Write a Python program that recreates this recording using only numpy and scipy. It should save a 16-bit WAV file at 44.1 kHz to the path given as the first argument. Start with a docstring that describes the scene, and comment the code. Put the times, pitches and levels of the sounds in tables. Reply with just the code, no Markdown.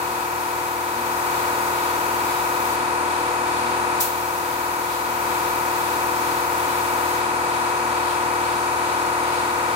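"""A dense, ringing drone over a rush of air fills a garage, and a spray gun is already hissing.
The drone is an air compressor at constant speed, with two piston strokes a turn and a swishing belt.
The gun makes two passes of paint; the second opens with a sharp spurt of stored air.
An automatic gain control turns the sound down under the spurt and creeps back a second later."""
import sys
import numpy as np
from scipy import signal
from scipy.fft import rfft, irfft, next_fast_len
from scipy.io import wavfile
from scipy.ndimage import uniform_filter1d, minimum_filter1d

SR = 44100
rng = np.random.default_rng(int(sys.argv[2]) if len(sys.argv) > 2 else 0)


def dump_mix(stems):
    """Bounce the given channels to the path in sys.argv[1] as a 16-bit WAV at rate SR."""
    frames = np.atleast_2d(stems).T  # one column per channel
    limited = np.clip(frames, -1, 1)  # hard clip at full scale
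    pcm = np.round(limited * 32767).astype(np.int16)
    wavfile.write(sys.argv[1], SR, pcm)


N = 429975
T = np.arange(N) / SR
TURN_HZ, CUTOFF_HZ = 19.6135, 15800  # crank turns a second; top of the treble


def from_db(db):
    """Turn decibels into a number to multiply the sound by."""
    return 10 ** (np.asarray(db) / 20)


def at_hz(table, hz, column=1):
    """Read a table at any pitch, sliding smoothly from row to row."""
    table = np.array(table)
    return np.interp(np.log(np.maximum(hz, 1)), np.log(table[:, 0]), table[:, column])


def pan(balance_db):
    """Share the same power between left and right; a positive balance leans left."""
    gains = from_db(np.array([balance_db, -balance_db]) / 2)
    return gains / np.sqrt(np.mean(gains ** 2, axis=0))


def drift(rate_hz):
    """A slow random wander, mostly between -1 and 1."""
    keep = np.exp(-80 * np.pi * rate_hz / SR)
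    slow = signal.lfilter([1], [1, -2 * keep, keep * keep], rng.standard_normal(N // 40 + 2002))[2000:]
    return np.interp(np.arange(N) / 40, np.arange(len(slow)), slow / slow.std())


def body_ring(hz):
    """Pump, tank and room ring: each tone's boost, balance, delay and share left free of the ringing."""
    # where they ring: pitch_hz, width_hz, boost_db, balance_db, left_delay_rad
    rings = [(348.3, 77, 16, 1, 0.08), (490.2, 44.5, 15, 9, 0.23), (706.5, 17, 5, -16, -1.5),
             (746, 29, 8.5, 2, 1.03), (796.3, 28, 10, -3, 1.6), (892, 30.9, 19, 2, -0.2),
             (957.3, 27.6, 15, 9.5, 1.0), (980.7, 13, 12, 16, -1.5), (1059, 12, 5, 7, 2.5),
             (1235, 18, 9, 5, 2.5), (1275, 11, 4.5, -4.5, 1.4), (1314, 14, 8, 1.5, 2.5),
             (1510, 15, 8, 9, -1.6), (1676, 75, 9.5, 4, 1.15), (1887.7, 30, 12.5, 12, 0.2),
             (2306, 78, 7, 0, 0), (2527, 17.6, 13.5, 5, -0.3)]
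    centre, width, boost_db, balance_db, delay_rad = np.transpose(rings)
    near = 1 / (1 + (2 * (hz[:, None] - centre) / width) ** 2) ** 2
    held = near / np.maximum(near.sum(axis=1, keepdims=True), 1)
    return near @ boost_db, held @ balance_db, held @ delay_rad, 1 - held.sum(axis=1)


def even_strokes(tones, hz, size, rounds=8):
    """The pistons pump equally hard and the room smears them: shift tones until a turn is two swells."""
    # how deeply the strokes make each range throb: low_hz, high_hz, swing_db
    throb = [(250, 420, 1.5), (420, 800, 0.5), (800, 1050, 4.0), (1050, 2000, 1.0)]
    stroke = np.cos(4 * np.pi * np.arange(size) / size)
    for low, high, swing_db in throb * rounds:
        inside = (hz > low) & (hz < high)
        wave = irfft(tones * inside, size)
        power = uniform_filter1d(np.sum(wave ** 2, axis=0), size=size // 10, mode="wrap")
        even = rfft(wave * from_db(swing_db * stroke) / np.sqrt(power))[:, :len(hz)]
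        shift = np.angle(np.sum(even * np.conj(tones), axis=0)) * inside
        tones = tones * np.exp(1j * shift)
    return tones


def repeat_turn(tones, turns, size):
    """Add the tones into one turn of the crank and play it round and round."""
    one_turn = irfft(tones, size) * size / np.sqrt(2)
    return np.array([np.interp(turns, np.arange(size) / size, side, period=1) for side in one_turn])


def piston_drone(turns, stroke_fall_db, scatter_db, scatter_rad, echo_db, size=16384):
    """Every turn repeats the same clatter: two fading valve blows that set pump, tank and room ringing."""
    # strength of the pump's tones before the ringing: pitch_hz, level_db
    tone_levels = [(60, -62.5), (80, -47), (150, -49), (196, -66), (280, -49), (430, -53), (630, -45),
                   (1130, -45), (1450, -44.5), (1560, -55), (2570, -57), (3000, -69.5), (4000, -64.5),
                   (5300, -71.5), (15000, -75)]
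    # the pistons nearly match, so odd multiples of the crank speed are weak in the bass: pitch_hz, cut_db
    odd_cut = [(100, 21), (350, 15), (450, 3.5), (700, 5), (840, 3.5), (885, -0.5)]
    # where the drone sits between the ringing pitches: pitch_hz, balance_db
    drone_balance = [(100, -2.5), (300, 4.5), (800, 2.5), (1200, 4.5), (2500, 3.5)]
    multiple = np.arange(int(CUTOFF_HZ / TURN_HZ))
    hz = multiple * TURN_HZ
    since_blow = (2 * np.arange(size) / size) % 1
    clatter = rfft(rng.standard_normal(size) * from_db(-stroke_fall_db * since_blow))[multiple]
    boost_db, balance_db, delay_rad, free = body_ring(hz)
    level_db = at_hz(tone_levels, hz) - multiple % 2 * at_hz(odd_cut, hz) + boost_db
    balance_db = balance_db + free * at_hz(drone_balance, hz)
    delay_rad = delay_rad + free * 2 * np.pi * hz * 0.000304  # the pump reaches the left side later
    # standing waves in the room make each tone louder or softer, differently on each side
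    room_share = np.minimum(hz / 1460, 1)
    chance = rng.uniform(-1.04, 1, (3, len(hz))) * free * room_share
    level_db = level_db + scatter_db * chance[0]
    balance_db = balance_db + scatter_db * chance[1]
    phase = np.angle(clatter) - np.outer([1, 0], delay_rad + scatter_rad * chance[2])
    tones = from_db(level_db) * pan(balance_db) * np.exp(1j * phase) * (multiple > 1)
    tones = even_strokes(tones, hz, size)
    # an echo off the moving painter makes single tones swell and fade
    echo = tones * room_share * np.exp(2j * np.pi * rng.random(tones.shape)) * from_db(echo_db)
    return repeat_turn(tones, turns, size) + repeat_turn(echo, turns, size) * drift(0.24)


def microphones(pair, hz):
    """Two unrelated noises become left and right: alike in the bass, the left a little late."""
    # how alike the two sides hear the room: pitch_hz, likeness (0 to 1), left_delay_rad
    likeness = [(80, 0.66, .1), (300, 0.73, 0.26), (520, 0.78, 0.74), (970, 0.05, 2.2), (1230, 0, 3.2),
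                (1590, 0.03, 2.47), (2400, 0.09, 6.28), (5000, 0.02, 6.14)]
    alike = np.clip(at_hz(likeness, hz), 0, 1)
    mid, side = np.sqrt((1 + alike) / 2) * pair[0], np.sqrt((1 - alike) / 2) * pair[1]
    return np.array([(mid + side) * np.exp(-1j * at_hz(likeness, hz, column=2)), mid - side])


def air_noise(colour, rings=()):
    """Swirling air: steady stereo noise shaped by a table and boosted wherever something rings."""
    size = next_fast_len(N, real=True)
    hz = np.arange(size // 2 + 1) * SR / size
    boost_db = sum(boost / (1 + (2 * (hz - centre) / width) ** 2) for centre, width, boost in rings)
    white = microphones(rfft(rng.standard_normal((2, size))), hz) * np.sqrt(SR / 2)
    shaped = white * from_db(at_hz(colour, hz) + boost_db) * pan(at_hz(colour, hz, column=2))
    return irfft(shaped, size)[:, :N]


def compressor(drone_db, rush_db, wobble_s, unsteady_db, chuff_db):
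    """The pistons drone as the crank wobbles very slightly; the rush of air swells with each stroke."""
    # air rushing through the pump: pitch_hz, level_db, balance_db
    rush = [(20, -99, 0), (73, -70, -1), (205, -73.5, 1), (316, -63.5, 0.5), (556, -67, 5.5), (895, -63, 4),
            (1350, -66, 4), (1730, -68.5, -2), (2380, -67.5, 2), (3240, -76, -2), (4300, -74.5, -1.5),
            (5550, -77.5, -6.5), (6700, -75, -3.5), (8550, -76.5, -2.5), (9800, -77.5, 9), (11300, -80, 3),
            (15000, -86, -2)]
    # the rush makes tank, room and air line ring: pitch_hz, width_hz, boost_db
    hollows = [(174, 20, 4), (237.4, 8.8, 15.5), (320, 9.3, 5.5), (498, 23, 8.5), (1324, 190, 3),
               (2330, 48, 6), (2520, 45, 3.5), (6380, 54, 4.5), (8030, 70, 4.5), (8480, 220, 5),
               (9645, 67, 11), (10300, 120, 6), (13840, 30, 15)]
    turns = TURN_HZ * (T + wobble_s * drift(7))
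    drone = piston_drone(turns, stroke_fall_db=8.5, scatter_db=7, scatter_rad=1.59, echo_db=-21)
    drone = drone * from_db(drone_db + unsteady_db * drift(7.7))
    swell_db = chuff_db * np.sin(4 * np.pi * turns)
    return drone + air_noise(rush, hollows) * from_db(rush_db + swell_db)


def drive_belt(lap_hz, first_swish_s, swish_db, uneven_db):
    """A faint swish comes round with every lap of the belt, never quite equally loud."""
    # the belt's swish: pitch_hz, level_db, balance_db
    swish = [(1500, -100, -4), (2870, -76.5, 7), (3900, -75.5, 0), (4800, -79, -2), (6500, -92, 9),
             (9000, -82, 2), (13000, -100, 0)]
    lap = abs(np.cos(np.pi * lap_hz * (T - first_swish_s)))
    return air_noise(swish) * lap * from_db(swish_db + uneven_db * drift(4.6))


def spray_gun(valve_s, flutter_db, spurt_db, spurt_rise_s, spurt_fade_s):
    """The paint hisses while the trigger is held; pressure built up in the pause escapes first."""
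    # pulls of the trigger: start_s, end_s, start_db, end_db
    passes = [(-0.2, 2.79, 0, -0.5), (3.998, 7.23, 1, -1.8)]
    # hiss of air breaking paint into a fan of mist: pitch_hz, level_db, balance_db
    mist = [(3040, -78.5, 10), (5070, -79, 0), (6900, -77.5, -1), (9500, -81, 4), (10400, -78.5, 9),
            (11600, -76.5, 5), (13200, -72, 3), (15400, -77, 1)]
    # spurt of stored air as the valve opens: pitch_hz, level_db, balance_db
    spurt = [(1000, -86, 2), (3000, -67.5, 3), (5030, -64, -2), (8500, -59, -4), (9000, -64.5, 5),
             (13500, -55, 4), (15500, -58, 3)]
    flow = 0
    for start_s, end_s, start_db, end_db in passes:
        valve = np.clip((T - start_s) / valve_s, 0, 1) * np.clip((end_s - T) / valve_s, 0, 1)
        flow = flow + valve * from_db(np.interp(T, [start_s, end_s], [start_db, end_db]))
    hiss = air_noise(mist) * flow * from_db(flutter_db * drift(7.2))
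    since_second_pull = np.maximum(T - passes[1][0], 0)
    rise = np.minimum(since_second_pull / spurt_rise_s, 1) ** 2
    fade = from_db(-60 * since_second_pull / spurt_fade_s)
    return hiss + air_noise(spurt) * rise * fade * from_db(spurt_db)


def gain_control(sound, threshold_db, depth_db, start_db, hold_s, release_db_per_s, attack_s):
    """Bright peaks turn the volume down fast; it waits, then creeps back. It starts out turned down."""
    treble = np.mean(np.diff(sound, prepend=0) ** 2, axis=0)
    treble_db = 10 * np.log10(np.maximum(uniform_filter1d(treble, size=256), 0) + 1e-12)
    cut_db = np.clip(treble_db - threshold_db, 0, depth_db)
    cut_db[0] = start_db
    hold = 2 * int(hold_s * SR / 2) + 1
    held_db = -minimum_filter1d(-cut_db, hold, origin=hold // 2, mode="nearest")  # deepest recent cut
    released_db = np.maximum.accumulate(held_db + release_db_per_s * T) - release_db_per_s * T
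    keep = np.exp(-1 / (attack_s * SR))
    smooth_db, _ = signal.lfilter([1 - keep], [1, -keep], released_db, zi=[keep * start_db])
    return sound * from_db(-smooth_db)


def scene():
    """The compressor, its belt and the spray gun together."""
    pump = compressor(drone_db=0.37, rush_db=-0.5, wobble_s=0.000012, unsteady_db=0.1, chuff_db=-0.4)
    belt = drive_belt(lap_hz=2.265, first_swish_s=0.106, swish_db=0.5, uneven_db=1.4)
    gun = spray_gun(valve_s=0.05, flutter_db=0.1, spurt_db=5, spurt_rise_s=0.0094, spurt_fade_s=0.31)
    return pump + belt + gun


def record(dry):
    """Apply the gain control, then cut off the highest treble."""
    levelled = gain_control(dry, threshold_db=-27.5, depth_db=2.5, start_db=3.0,
                            hold_s=0.94, release_db_per_s=7.5, attack_s=0.0057)
    return signal.sosfilt(signal.ellip(12, 0.1, 80, CUTOFF_HZ, fs=SR, output="sos"), levelled)


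dry = scene()
out = record(dry)
dump_mix(out)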